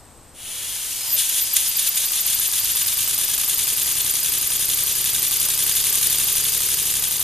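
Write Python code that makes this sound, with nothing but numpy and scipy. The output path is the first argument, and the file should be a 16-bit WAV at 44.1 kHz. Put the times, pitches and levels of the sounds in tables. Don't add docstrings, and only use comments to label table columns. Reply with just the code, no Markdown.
import sys
import numpy as np
from scipy import signal
from scipy.fft import rfft, irfft
from scipy.io import wavfile

SR = 44100
rng = np.random.default_rng(int(sys.argv[2]) if len(sys.argv) > 2 else 0)


def file_out(sig):
    cols = np.atleast_2d(sig).T
    lim = np.clip(cols, -1, 1)
    pcm = np.round(lim * 32767).astype(np.int16)
    wavfile.write(sys.argv[1], SR, pcm)


N = 318835


def amp(db):
    return 10 ** (np.asarray(db) / 20)


def unit(x):
    return x / np.sqrt(np.mean(x ** 2) + 1e-20)


def clock():
    return np.arange(N) / SR


def bell(offset, half_length):
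    return np.exp(-(offset / half_length) ** 2)


def past(turns, angle):
    return (turns - angle + .5) % 1 - .5


def spectrum(points):
    hz, value = np.transpose(points)
    return np.interp(np.log(np.fft.rfftfreq(N, 1 / SR) + 1), np.log(hz + 1), value)


def wander(rate_hz):
    return unit(irfft(rfft(rng.standard_normal(N)) * bell(np.fft.rfftfreq(N, 1 / SR), rate_hz), N))


def resonate(x, hz, width_hz):
    carrier = np.exp(2j * np.pi * np.cumsum(hz) / SR)
    pole = np.exp(-np.pi * width_hz / SR)
    return (carrier * signal.lfilter([(1 - pole) ** 2], [1, -2 * pole, pole * pole], x / carrier)).real


# (frequency [Hz],
# coherence [0-1])
STEREO_LIKENESS = [(60, 0.88), (700, 0.62), (1650, 0.85), (2000, 0.56), (2450, 1), (4050, 0.9),
                   (4400, 0.34), (5100, 0.33), (5800, 0.44), (6600, 0.56), (8100, 0.15), (9400, 0.74),
                   (11500, 0.4), (13000, 0.49)]
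def hiss(points, resonances=()):
    left, other = rfft(rng.standard_normal((2, N)))
    shared = np.sqrt(np.clip(spectrum(STEREO_LIKENESS), 0, 1))
    pair = np.array([left, shared * left + np.sqrt(1 - shared ** 2) * other])
    f = np.fft.rfftfreq(N, 1 / SR)
    peaks_db = sum(db / (1 + (2 * (f - hz) / width) ** 2) for hz, width, db in resonances)
    return unit(irfft(pair * amp(spectrum(points) + peaks_db), N))


# (frequency [Hz], level [dB])
ROOM_SPECTRUM = [(20, -5.5), (45, -7), (80, -4.5), (160, -12), (300, -13), (850, -15.5), (1500, -22.5),
                 (3000, -27.5), (6800, -27), (8200, -16.5), (9000, -30), (14400, -30)]
def room_tone(rumble_db=-47, hum_hz=113.4, hum_db=-63):
    hum = unit(np.sin(2 * np.pi * hum_hz * clock()) * amp(2.1 * wander(6.8)))
    return amp(rumble_db) * hiss(ROOM_SPECTRUM) + amp(hum_db) * hum


def valve(pitch_hz=8420, swing_hz=260, warble_hz=16.9, width_hz=300, level_db=-60):
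    warble = np.cos(2 * np.pi * warble_hz * clock())
    whistle = unit(resonate(rng.standard_normal(N), pitch_hz + swing_hz * warble, width_hz))
    shut = np.clip((.39 - clock()) / .03, 0, 1)
    return whistle * amp(level_db + 6.2 * warble) * shut


OPEN_S, START_S = 0.33, .7799
# (frequency [Hz], width [Hz], boost [dB])
PASSAGE_RESONANCES = [(3100, 850, 1.5), (8150, 180, 2), (9880, 200, 4)]
# (frequency [Hz], level [dB])
OPEN_PIPE_SPECTRUM = [(700, -23), (1300, -12), (2000, -9), (2600, -3.5), (3300, 1.5), (4000, -4),
                      (5000, -12), (6500, -2), (7300, -4), (8400, -7), (9200, 2), (10000, 3.5),
                      (11200, -14), (14400, -7)]
def open_pipe(swell_s=0.26, level_db=-31):
    age = np.maximum(clock() - OPEN_S, 0) / swell_s
    swell = age * np.exp((1 - age ** 2) / 2)
    return hiss(OPEN_PIPE_SPECTRUM, PASSAGE_RESONANCES) * amp(level_db) * swell


# (time [s], level [dB])
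SUPPLY_PRESSURE = [(1.2, -0.4), (3.2, -0.16), (4.4, -.5), (5.4, .1), (6.05, 1.45), (6.75, -0.16),
                   (7.23, -2)]
def supply(fill_s=0.35, steepness=1.3):
    filled = 1 - np.exp(-(np.maximum(clock() - OPEN_S, 0) / fill_s) ** steepness)
    return filled * amp(np.interp(clock(), *np.transpose(SUPPLY_PRESSURE)))


# (frequency [Hz], level [dB])
LEAK_SPECTRUM = [(300, -29), (900, -15), (1400, -13.5), (2200, -8), (3000, -3.5), (4300, -3.5),
                 (5200, -3.5), (6500, 0.5), (8300, -1), (9500, 2.5), (11300, -4), (12600, 1), (14400, -2.5)]
def leak(turns, level_db=-23.5, flutter_db=0.85, pulse_db=0.5, sing_hz=4800, sing_db=-14):
    pulses = sum(bell(past(turns, 0.14 + cylinder / 3), 0.025) for cylinder in range(3))
    rush = hiss(LEAK_SPECTRUM, PASSAGE_RESONANCES) * amp(pulse_db * pulses)
    sing_gate = np.exp(-(past(turns, 0.93) / 0.43) ** 4) * np.clip((clock() - START_S) / 0.43, 0, 1)
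    sing = unit(resonate(rng.standard_normal((2, N)), sing_hz + 110 * wander(17), width_hz=450))
    sing *= sing_gate * amp(sing_db + 1.9 * wander(28))
    return (rush + sing) * supply() * amp(level_db + flutter_db * wander(120))


RUNNING_SPEED = 11.3016
def crank(rest_turn=-.113, run_up_s=1.4733, steepness=1.4344, surge_s=6.6019, surge_speed=.7049):
    run_up = 1 - np.exp(-(np.maximum(clock() - START_S, 0) / run_up_s) ** steepness)
    surge = bell(clock() - surge_s, .6548)
    return rest_turn + np.cumsum(RUNNING_SPEED * run_up + surge_speed * surge) / SR


# (multiple of the crank speed, level [dB])
DRONE_HARMONICS = [(3, -66), (6, -59.5), (10, -64), (12, -61), (13, -63), (17, -63), (25, -62), (28, -67),
                   (34, -69), (36, -69), (41, -68)]
def drone(turns, growth=1.1, waver_db=3.0):
    speed = np.abs(np.gradient(turns))
    phase = 2 * np.pi * (turns - PISTON_THUMPS[0][0])
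    tones = sum(amp(db) * np.sqrt(2) * np.sin(round(order) * phase) for order, db in DRONE_HARMONICS)
    return tones * (speed / speed.max()) ** growth * amp(waver_db * wander(9))


# (time [s], half length [s], pitch [Hz], width [Hz], level [dB])
STARTING_SQUEAKS = [(1.06, .045, 900, 280, -48), (1.16, .018, 570, 200, -48), (1.02, .06, 5050, 200, -39),
                    (1.11, .03, 4950, 450, -35), (1.1, .03, 13600, 1200, -28), (1.455, .02, 5000, 450, -36),
                    (1.535, .011, 4800, 350, -33), (1.768, .008, 4780, 300, -35)]
def squeaks():
    out = np.zeros(N)
    for time, half_length, hz, width, db in STARTING_SQUEAKS:
        tone = unit(resonate(rng.standard_normal(N), np.full(N, hz), width))
        out += tone * amp(db) * bell(clock() - time, half_length)
    return out


# (angle [turns], half length [turns], level [dB])
PORT_SPITS = [(.026, 0.03, 2.5), (.352, 0.023, 0.9), (.68, .026, -.6)]
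# (frequency [Hz], level [dB])
SPIT_SPECTRUM = [(500, -15), (1800, -7.5), (3200, -4.5), (4800, -6), (7400, 0.5), (8400, 3), (9500, 9.5),
                 (10600, 0.5), (11700, -2), (14400, 0.5)]
def spits(turns, level_db=-19, uneven_db=0.3):
    speed = np.gradient(turns) * SR / RUNNING_SPEED
    gate = sum(amp(db) * bell(past(turns, angle), half_length) for angle, half_length, db in PORT_SPITS)
    return hiss(SPIT_SPECTRUM) * gate * speed * amp(level_db + uneven_db * wander(15))


def puff_flow(turns, opens, length, opening_turns=0.071, closing_turns=0.066, burst_db=5.5):
    since = (turns - opens + opening_turns) % 1 - opening_turns
    opening = np.clip(1 + since / opening_turns, 0, 1)
    closing = np.clip(.5 + (length - since) / closing_turns, 0, 1)
    return opening * closing * amp(burst_db * bell(since, 0.073))


# (start [turns], length [turns], level [dB])
STEAM_PUFFS = [(0.188, 0.479, 0.5), (.58, 0.11, -2.5), (.86, .08, -7.5)]
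# (time [s], half length [s], boost [dB])
FIRST_BLASTS = [(1.186, 0.013, 4.5), (1.396, 0.035, 1.5), (1.568, 0.0045, 7.5), (1.796, 0.005, 3.5),
                (1.972, 0.014, 2)]
# (frequency [Hz], level [dB])
CHUFF_SPECTRUM = [(400, -31), (1400, -19.5), (2200, -8), (2900, -0.5), (3550, 1), (4500, -3.5), (5300, -4),
                  (6300, 2.5), (8200, 0), (9800, 7), (11000, 2), (12200, 0.5), (14400, 1)]
# (frequency [Hz], width [Hz], boost [dB])
PIPE_RESONANCES = [(1614, 240, 9.2), (3540, 290, 4.9), (6740, 320, 2.1), (9570, 150, 2.4),
                   (10100, 260, 1.5)]
def exhaust(turns, chuff_db=-23, sputter_db=1.0, uneven_db=1.17):
    blast_db = sum(db * bell(clock() - time, half_length) for time, half_length, db in FIRST_BLASTS)
    power = sum((amp(db) * puff_flow(turns, opens, length)) ** 2 for opens, length, db in STEAM_PUFFS)
    chuffs = hiss(CHUFF_SPECTRUM, PIPE_RESONANCES) * np.sqrt(power) * amp(chuff_db + blast_db)
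    working = np.clip(turns / .1, 0, 1)
    steam = (chuffs + spits(turns)) * working * supply()
    return steam * amp(sputter_db * np.tanh(wander(440)) + uneven_db * wander(63))


def blows(turns, angles, levels_db, modes, uneven_db, growth, jitter_s=.00005):
    speed, hits = np.gradient(turns) * SR, np.zeros(N)
    for angle, db in zip(angles, levels_db):
        at = np.flatnonzero(np.diff(np.floor(turns - angle)) > 0)
        size, late = rng.standard_normal((len(at), 2)).T
        at = np.clip(at + np.round(late * jitter_s * SR).astype(int), 0, N - 1)
        hits[at] += amp(db + uneven_db * size) * np.abs(speed[at] / speed.max()) ** growth
    t = np.arange(SR // 4) / SR
    ring = sum(amp(db - 60 * t / t60) * np.sin(2 * np.pi * hz * t) for hz, db, t60 in modes)
    return signal.oaconvolve(hits, ring)[:N]


# (angle [turns], level [dB])
PISTON_THUMPS = [(0.032, 1.5), (0.362, 7), (.695, 2.5)]
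# (frequency [Hz], level [dB], t60 [s])
TABLE_MODES = [(70.6, -13.5, 0.17), (135, 3, 0.063), (102, -7, 0.1)]
def pistons(turns, level_db=-47.5):
    angles, levels_db = np.transpose(PISTON_THUMPS)
    return amp(level_db) * blows(turns, angles, levels_db, TABLE_MODES, uneven_db=0.8, growth=1.5)


# (angle [turns], level into the base [dB], level into the rods [dB])
BEARING_KNOCKS = [(.075, 1.5, -1), (.22, 0, -3.5), (.405, 2.5, -13), (.57, 5, -2.5), (.775, 5, -3)]
# (frequency [Hz], level [dB], t60 [s])
BASE_MODES = [(220, -10, 0.043), (306, -4.5, 0.051), (402, 2, 0.033), (450, -4.5, 0.071)]
# (frequency [Hz], level [dB], t60 [s])
ROD_MODES = [(949, 5, 0.063), (1194, 11, 0.065), (1580, 9.1, 0.032), (2020, 7.4, 0.029)]
def bearings(turns, knock_db=-47.5, tick_db=-51):
    angles, base_db, rod_db = np.transpose(BEARING_KNOCKS)
    knocks = blows(turns, angles, base_db, BASE_MODES, uneven_db=1.5, growth=3.9)
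    ticks = blows(turns, angles, rod_db, ROD_MODES, uneven_db=2.5, growth=0.099, jitter_s=0.000596)
    return amp(knock_db) * knocks + amp(tick_db) * ticks


# (angle [turns], half length [turns], level [dB], pitch [Hz], glide [Hz/turn])
PORT_SLITS = [(.1, 0.031, -2.5, 12950, -8000), (.382, 0.018, -6, 12840, 9008),
              (.722, .055, -4, 13300, 6000)]
def whistles(turns, level_db=-15.5, slow_boost_db=1.5, drift_hz=220, shake_hz=450, tone_share=0.37):
    gates = np.array([amp(db) * bell(past(turns, angle), half) for angle, half, db, _, _ in PORT_SLITS])
    pitches = np.array([hz + glide * past(turns, angle) for angle, _, _, hz, glide in PORT_SLITS])
    hz = np.average(pitches, axis=0, weights=gates + 1e-9) + drift_hz * wander(40)
    turbulence = rng.standard_normal(N) + 0.42 * rng.standard_normal((2, N))
    jet = unit(resonate(turbulence, hz, width_hz=1500))
    tone = unit(np.sin(2 * np.pi * np.cumsum(hz + shake_hz * wander(890)) / SR))
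    voice = np.sqrt(tone_share) * tone + np.sqrt(1 - tone_share) * jet
    slowness = 1 - np.gradient(turns) * SR / RUNNING_SPEED
    return voice * gates.sum(0) * supply() * amp(level_db + slow_boost_db * slowness + 0.5 * wander(25))


# (time [s], level [dB])
WATER_DROPS = [(1.957, -22), (2.398, -18), (4.69, -20), (5.231, -14), (6.072, -10), (6.186, -17.5)]
def drops(half_length_s=0.0014):
    bursts = sum(amp(db) * bell(clock() - time, half_length_s) for time, db in WATER_DROPS)
    return hiss(SPIT_SPECTRUM) * bursts


# (delay [s], level [dB])
NEAR_ECHOES = [(.0013, -44), (.0021, -29.5), (.0029, -30.5), (.0047, -20.5)]
def room(x, t60_s=0.06, wet_db=-19):
    t = np.arange(SR // 3) / SR
    tail = rng.standard_normal(len(t)) * amp(-60 * t / t60_s) * (t > .003)
    response = amp(wet_db) * tail / np.linalg.norm(tail)
    for delay, db in NEAR_ECHOES:
        response[round(delay * SR)] += amp(db)
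    return x + signal.oaconvolve(x, response[None], axes=1)[:, :N]


def scene():
    turns = crank()
    steam = valve() + open_pipe() + leak(turns) + exhaust(turns) + drops() + whistles(turns)
    engine = steam + squeaks() + pistons(turns) + bearings(turns) + drone(turns)
    return room(engine) + room_tone()


# (frequency [Hz], left minus right [dB])
MIC_BALANCE = [(30, 1), (150, 3.5), (1200, 2.5), (2400, 0), (3800, 0.5), (4350, 2.5), (5600, -0.5),
               (7400, -0.5), (9400, 3.5), (10300, 2.5), (11700, 1.5), (13300, 0.5)]
# (frequency [Hz], left lead [rad])
MIC_PHASE = [(50, 0.47), (250, 0.15), (4100, 0), (4500, 0.3), (4950, -0.92), (5350, -0.36), (6600, -0.63),
             (8500, .3), (10500, -0.28), (12100, -0.52), (13700, -0.28)]
def record(dry, cutoff_hz=14250):
    left_gain = amp(spectrum(MIC_BALANCE) / 2) * np.exp(.5j * spectrum(MIC_PHASE))
    pair = irfft(rfft(dry) * np.array([left_gain, 1 / left_gain]), N)
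    lowpass = signal.firwin(1501, cutoff_hz, window=("kaiser", 8), fs=SR)
    return signal.oaconvolve(pair, lowpass[None], "same")


dry = scene()
out = record(dry)
file_out(out)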